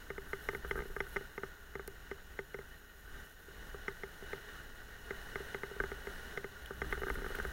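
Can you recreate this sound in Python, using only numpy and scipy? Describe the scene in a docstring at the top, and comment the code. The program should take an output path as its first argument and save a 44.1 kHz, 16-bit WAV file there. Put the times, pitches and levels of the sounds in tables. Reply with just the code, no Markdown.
"""A bumpy dirt track, heard from a moving motorcycle: one microphone, in a camera shut in a plastic case.
Right at the microphone the case knocks in its mount at every bump and rings; on rough ground it also
sways, chatters and clacks. The deepest bumps thud, and grit snaps on the shell.
From just outside, engine and tyres come muffled through the plastic, over a thin electronic whine."""
import sys
import numpy as np
from scipy import signal
from scipy.fft import rfft, irfft, next_fast_len
from scipy.io import wavfile
from scipy.ndimage import uniform_filter1d, map_coordinates

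SR = 44100
rng = np.random.default_rng(int(sys.argv[2]) if len(sys.argv) > 2 else 0)


def int16_out(signal):
    """Quantize to a 16-bit WAV file."""
    q = np.round(np.clip(np.atleast_2d(signal).T, -1, 1) * 32767)
    wavfile.write(sys.argv[1], SR, q.astype(np.int16))


N = 331632
USUAL_EFFORT_DB, USUAL_SHAKE_DB = -56, -51  # ordinary riding; a growth is dB gained per dB above these


def amp(db):
    """Decibels to gain."""
    return 10 ** (np.asarray(db) / 20)


def unit(x):
    """Scale to rms 1."""
    return x / np.sqrt(np.mean(x ** 2) + 1e-20)


def along(points, hz):
    """Read (freq_hz, value) points on a log frequency axis."""
    freqs, values = np.transpose(points)
    return np.interp(np.log(hz + 1), np.log(freqs + 1), values)


def curve(points):
    """Join (time_s, value) points into one value per sample."""
    times, values = np.transpose(points)
    return np.interp(np.arange(N) / SR, times, values)


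def wobble(rate):
    """A smooth random curve, rate knots a second."""
    knots = rng.standard_normal(int(N * rate / SR) + 4)
    return map_coordinates(knots, [np.arange(N) * rate / SR])


def filtered(x, response):
    """Pass x through a complex response of frequency."""
    size = next_fast_len(N + SR // 2)
    return irfft(rfft(x, size) * response(np.fft.rfftfreq(size, 1 / SR)), size)[:N]


def coloured(x, spectrum):
    """Equalise x by (freq_hz, gain_db) points."""
    return filtered(x, lambda hz: amp(along(spectrum, hz)))


def resonate(x, peaks):
    """Pass x through resonances of alternating sign, at rms 1."""
    def bank(hz):
        return sum((-1) ** k * amp(db) * 1j * hz * width / (centre ** 2 - hz ** 2 + 1j * hz * width)
                   for k, (centre, width, db) in enumerate(peaks))
    return unit(filtered(x, bank))


def grains(rate, spread_db):
    """Tiny random impacts of uneven size, about rate a second, at rms 1."""
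    hits = (rng.random(N) < rate / SR) * rng.choice([-1, 1], N)
    return unit(hits * amp(spread_db * np.clip(rng.standard_normal(N), -2, 2)))


def add(track, start_s, sound):
    """Mix a sound into the track at start_s."""
    part = track[max(round(start_s * SR), 0):][:len(sound)]
    part += sound[:len(part)]


def running(shake_db, effort_db):
    """The track sways the mount, and fine vibration keeps the shell ringing over muffled road noise."""
    # sway of the mount, with two soft resonances: freq_hz, gain_db
    sway_spectrum = [(8, -22.5), (18, -2.5), (25, 2), (33, -2), (42, -18), (50, -5.5), (59, -1.5), (68, -9),
                     (85, -29), (110, -21), (250, -26.5), (340, -25), (520, -62), (1500, -96)]
    # resonances of the shell under steady vibration: centre_hz, width_hz, gain_db
    shell_modes = [(416, 68, -3), (880, 180, -16), (1128, 50, -9.5), (1449, 88, 2.5), (1567, 158, -0.5),
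                   (1860, 145, -2), (2931, 71, -6.5), (3340, 58, -16.5), (3596, 62, -14),
                   (4000, 405, -17.5)]
    # road noise and tyre hiss from inside the case: freq_hz, gain_db
    road_spectrum = [(20, 15.5), (70, 11), (110, -6.5), (150, 4), (240, 0.5), (330, -8), (470, -6.5),
                     (600, -3), (900, -3), (1050, -4.5), (2300, -30.5), (4000, -23)]
    sway = unit(coloured(rng.standard_normal(N), sway_spectrum))
    # the springy mount keeps its swing even over a few cycles
    sway_power = np.abs(uniform_filter1d(sway ** 2, size=SR // 8))
    sway = unit(sway / np.sqrt(sway_power + 0.12))
    buzz = resonate(rng.standard_normal(N) + 0.45 * grains(rate=350, spread_db=6), shell_modes)
    road = unit(coloured(rng.standard_normal(N), road_spectrum))
    buzz_db = effort_db + 1.0 + 1.05 * wobble(25)
    road_db = effort_db - 1.5 + 0.47 * wobble(10)
    return amp(shake_db) * sway + amp(buzz_db) * buzz + amp(road_db) * road


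def engine(effort_db, usual_db=-68.5, growth=0.47):
    """A low, uneven firing note that grows with effort; the case shuts out most overtones."""
    # the engine's firing rate: time_s, pitch_hz
    firing = [(0, 86), (1.3, 91.4), (2.6, 83), (3.5, 90.2), (4.3, 102), (4.9, 99), (5.4, 109.6), (6.5, 100),
              (7.52, 86)]
    pitch_hz = curve(firing) * (1 + 0.01606 * wobble(22))
    phase = 2 * np.pi * np.cumsum(pitch_hz) / SR
    note = np.sin(phase) + amp(-17.5) * np.sin(2 * phase) + amp(-12.0) * np.sin(3 * phase)
    level_db = usual_db + growth * (effort_db - USUAL_EFFORT_DB) + 2.2 * wobble(17)
    return amp(level_db) * unit(note)


def tyres(effort_db, usual_fizz_db=-63, growth=0.81):
    """Dirt fizzes under the tyres with effort; the finest spray comes in quick flurries."""
    # fizz of dirt under the tyres: freq_hz, gain_db
    fizz_spectrum = [(1500, -31), (2600, 8), (4200, 3.5), (4700, -3), (5300, 5), (6700, 4.5), (7300, -3),
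                     (9000, 0), (11000, 1), (13000, -3.5), (14500, -2.5), (15500, 4)]
    # the finest dirt thrown at the bike: time_s, level_db
    spray_levels = [(0, -76), (.43, -65), (.6, -65.5), (1.15, -66), (1.4, -76.5), (3.8, -73), (4.7, -81),
                    (6.5, -80), (6.95, -64.5), (7.52, -72)]
    crunch = grains(rate=700, spread_db=4.5)
    dust = grains(rate=1500, spread_db=4.5)
    fizz = unit(coloured(rng.standard_normal(N) + 0.64 * crunch, fizz_spectrum))
    spray = unit(coloured(dust, [(2500, -18), (7000, -11), (12000, 1), (15500, -4.0)]))
    fizz_db = usual_fizz_db + growth * (effort_db - USUAL_EFFORT_DB)
    spray_db = curve(spray_levels) + 3.8 * wobble(35)
    return amp(fizz_db) * fizz + amp(spray_db) * spray


def whine():
    """The camera's electronics give thin, steady tones that waver slightly in phase."""
    # tones of the electronics: pitch_hz, level_db
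    tones = [(6857.5, -78.5), (13545, -88), (13715, -74.5)]
    t = np.arange(N) / SR
    return sum(amp(db) * unit(np.sin(2 * np.pi * hz * t + 0.5 * wobble(8.7))) for hz, db in tones)


def case_ring(hollow_db, edge_db, middle_db=0, damping=0.23, contact_s=0.00055):
    """One blow rings the case; its place and hardness tilt the low (hollow), middle and high (edge) modes."""
    # modes of the plastic case: pitch_hz, level_db, t60_s
    case_modes = [(133.9,-17.5,0.29), (214,-10,0.05), (392.8,-1.5,0.11), (460.5,0.5,0.034),
                  (762,-1.5,0.012), (891,-10,0.041), (1215,-7,0.043), (1304,-9,0.036), (1530,0.5,0.026),
                  (1834,-2.5,0.029), (2064,3.5,0.023), (3370,-28,0.026), (4070,-38,0.033), (5760,-36,.012)]
    t = np.arange(SR // 4) / SR
    hz, db, t60 = np.transpose(case_modes)
    db = db + along([(500, hollow_db), (1150, middle_db), (1500, 0), (1600, 0), (2060, edge_db)], hz)
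    # hard blows all sound alike; soft ones vary from blow to blow
    softness = np.clip(-edge_db, 0, 14)
    db = db + (0.8 + 0.05 * softness) * rng.standard_normal(len(hz))
    hz = hz * (1 + 0.0012 * softness * rng.standard_normal(len(hz)))
    # a soft blow stays in contact, which damps the low modes
    t60 = t60 * amp(-damping * softness * (hz < 1000))
    swing = amp(db) * (-1) ** np.arange(len(hz))  # neighbouring modes swing opposite ways
    modes = amp(-60 * t / t60[:, None]) * np.sin(2 * np.pi * hz[:, None] * t)
    return (swing @ modes) * (1 - np.exp(-t / contact_s))


def chatter(shake_db, usual_db=-63, growth=0.94):
    """Small dry knocks of the case come at random, louder as the shaking gets harder."""
    taps = np.zeros(N)
    for _ in range(3):
        ring = case_ring(hollow_db=-6, edge_db=-20, damping=0.7)
        taps += signal.fftconvolve(grains(rate=14, spread_db=3), ring / np.linalg.norm(ring))[:N]
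    return amp(usual_db + growth * (shake_db - USUAL_SHAKE_DB)) * unit(taps)


def knocks(rebound_s=0.0042, crack_t60_s=0.011):
    """Each knock or clack rings the case; hard ones crack, and touch again just after."""
    # the mount hits its stop: start_s, relative_level_db, edge_db
    stop_hits = [(0.1022, -32, 0), (0.1795, -34.5, -1.5), (0.3313, -26.5, -2), (0.4874, -22, -0.5),
                 (0.5316, -38, -7), (0.5481, -30.5, -1), (.646, -30.5, -14), (0.7101, -24, 0.5),
                 (.7548, -29.5, -15), (0.7755, -33, -12), (0.789, -28.5, -14), (0.8031, -37, 0),
                 (0.82, -39.5, 1), (.854, -45, -6), (0.8987, -47, -7), (0.9637, -26.5, -10),
                 (1.0036, -24.5, 1), (1.1602, -26, -7), (1.1655, -25, 0.5), (1.2082, -42.5, -8),
                 (1.3778, -30.5, -1.5), (1.4328, -26, -11), (1.753, -32.5, 0), (1.7942, -32.5, -12),
                 (1.8775, -38, -6), (2.113, -31.5, -2), (2.3894, -29, 0), (2.5433, -33, -0.5),
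                 (2.588, -39.5, 0.5), (3.4819, -56, -8), (3.7434, -35.5, -21), (3.8805, -25.5, -1),
                 (4.0338, -33.5, 0.5), (4.2229, -46, -4), (4.331, -29.5, -3.5), (5.1064, -29, -2.5),
                 (5.356, -27, -1), (5.4026, -39.5, -7), (5.545, -28.5, -2), (5.633, -29, -2),
                 (5.7118, -41, -8), (5.7626, -42, -13), (5.837, -27, -8.5), (5.916, -32, -5),
                 (6.0699, -33.5, -2.5), (6.374, -29, 1.5), (6.4426, -32.5, -2.5), (6.7064, -30.5, -30),
                 (6.817, -25, -2.5), (6.9251, -22.5, -2), (6.975, -35, -8), (7.017, -31.5, -10),
                 (7.033, -25, -10), (7.067, -28.5, -26), (7.1001, -22.5, -8.5), (7.1842, -32, -16),
                 (7.2183, -40, -3), (7.2621, -28.5, -13), (7.3027, -33.5, -14), (7.3849, -33, -4),
                 (7.4495, -28, -10)]
    # dry clacks of the shell itself, with weak low modes: start_s, relative_level_db
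    clacks = [(.263, -38.5), (1.0656, -35), (5.8014, -16), (6.9516, -33), (7.083, -24), (7.1544, -27.5),
              (7.2434, -22.5), (7.3492, -26), (7.3989, -22)]
    even_db, hollow_slope = -30, 0.62  # the further below even_db a knock is, the hollower it rings
    clack_hollow_db, clack_edge_db, clack_middle_db = -9, -18, -9.5
    blows = [(s, db, hollow_slope * (even_db - db), edge_db, 0) for s, db, edge_db in stop_hits]
    blows += [(s, db, clack_hollow_db, clack_edge_db, clack_middle_db) for s, db in clacks]
    rings, cracks = np.zeros((2, N))
    t = np.arange(SR // 40) / SR
    for start_s, db, hollow_db, edge_db, middle_db in blows:
        add(rings, start_s, amp(db) * case_ring(hollow_db, edge_db, middle_db))
        for delay_s, touch_db in [(0.0008, 0), (rebound_s, -3)]:
            envelope = amp(db + edge_db + touch_db - 60 * t / crack_t60_s)
            add(cracks, start_s + delay_s, envelope * rng.standard_normal(len(t)))
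    crack_spectrum = [(1500, -2.5), (2400, -9), (2850, -11), (3350, -7), (4700, -31), (5500, -8.5),
                      (6100, -38), (6700, -13.5), (7200, -37), (10000, -34), (11100, -26), (12500, -38)]
    return 0.59 * rings + coloured(cracks, crack_spectrum)


def jolts(bounce_hz=38, attack_s=0.0015, t60_s=0.19):
    """The deepest bumps heave the whole mount for a cycle or two, with a dull thud."""
    # deep bumps in the track: start_s, level_db
    bumps = [(0.791, -45), (5.802, -35), (7.108, -32), (7.172, -30)]
    heave, thud = np.zeros((2, N))
    t = np.arange(SR // 4) / SR
    for start_s, db in bumps:
        envelope = amp(db - 60 * t / t60_s) * (1 - np.exp(-t / attack_s))
        add(heave, start_s, envelope * np.sin(2 * np.pi * bounce_hz * t))
        add(thud, start_s, envelope * rng.standard_normal(len(t)))
    thud_spectrum = [(60, -10), (140, 3), (280, 4.5), (450, -3), (900, -23), (2000, -70)]
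    return heave + coloured(thud, thud_spectrum)


def grit_snaps(body_hz=3000, body_width_hz=900, attack_s=0.00066, t60_s=0.0098):
    """Grit strikes the shell in bright, very short snaps, each with a brief ring of the plastic."""
    # grit hitting the shell: start_s, relative_snap_db, relative_body_db
    strikes = [(1.8762, -29.5, -46), (6.6593, -39, -29), (6.9394, -44, -44), (7.0968, -40, -38),
               (7.142, -40, -32), (7.353, -37, -28), (7.387, -41, -33), (7.427, -41, -35),
               (7.4714, -42, -41)]
    snaps, bodies = np.zeros((2, N))
    t = np.arange(SR // 40) / SR
    envelope = amp(-60 * t / t60_s) * (1 - np.exp(-t / attack_s))
    for start_s, snap_db, body_db in strikes:
        snap = envelope * rng.standard_normal(len(t))
        add(snaps, start_s, amp(snap_db) * snap)
        add(bodies, start_s, amp(body_db) * snap)
    snap_spectrum = [(1500, -20), (2400, -13), (2950, -15), (4500, -4),
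                     (8500, -3), (11000, 5), (13800, -1), (15500, 2)]
    ring = filtered(bodies, lambda hz: 1 / (1 + 2j * (hz - body_hz) / body_width_hz) ** 2)
    return coloured(snaps, snap_spectrum) + 2 * ring


def scene():
    """Effort and rough ground drive the ride; it all reaches the one microphone inside the case."""
    # how hard the bike runs, as its running noise: time_s, level_db
    effort = [(0, -56), (.2, -59.5), (.45, -53.5), (.6, -58), (1.15, -55), (1.7, -59), (2.92, -61),
              (3.18, -55.5), (3.4, -61), (3.6, -56), (4.2, -56.5), (4.49, -53.5), (4.64, -58.5),
              (5.62, -53), (5.85, -54.5), (6.07, -51.5), (6.6, -55), (7.0, -52.5), (7.52, -52)]
    # roughness of the track, as the shaking of the mount: time_s, level_db
    roughness = [(0, -53.5), (.62, -51), (.85, -45), (1.35, -54.5), (1.85, -54), (2.1, -56), (2.9, -59),
                 (3.17, -49), (3.32, -62.5), (3.62, -51.5), (4.1, -56.5), (5.75, -57), (5.95, -48),
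                 (6.5, -61.5), (6.8, -45.5), (7.17, -44), (7.37, -49), (7.52, -46.5)]
    ruts = wobble(rate=9)  # single ruts swell the shaking and the running noise at random
    shake_db = curve(roughness) + 2 * ruts
    effort_db = curve(effort) + 1.31 * ruts
    rattle = knocks() + jolts() + grit_snaps() + chatter(shake_db)
    ride = running(shake_db, effort_db) + engine(effort_db) + tyres(effort_db)
    return (rattle + ride + whine())[None]


def record(dry):
    """The camera takes one channel and keeps nothing above its band limit."""
    top_hz = 15850
    return filtered(dry[0], lambda hz: hz < top_hz)[None]


dry = scene()
out = record(dry)
int16_out(out)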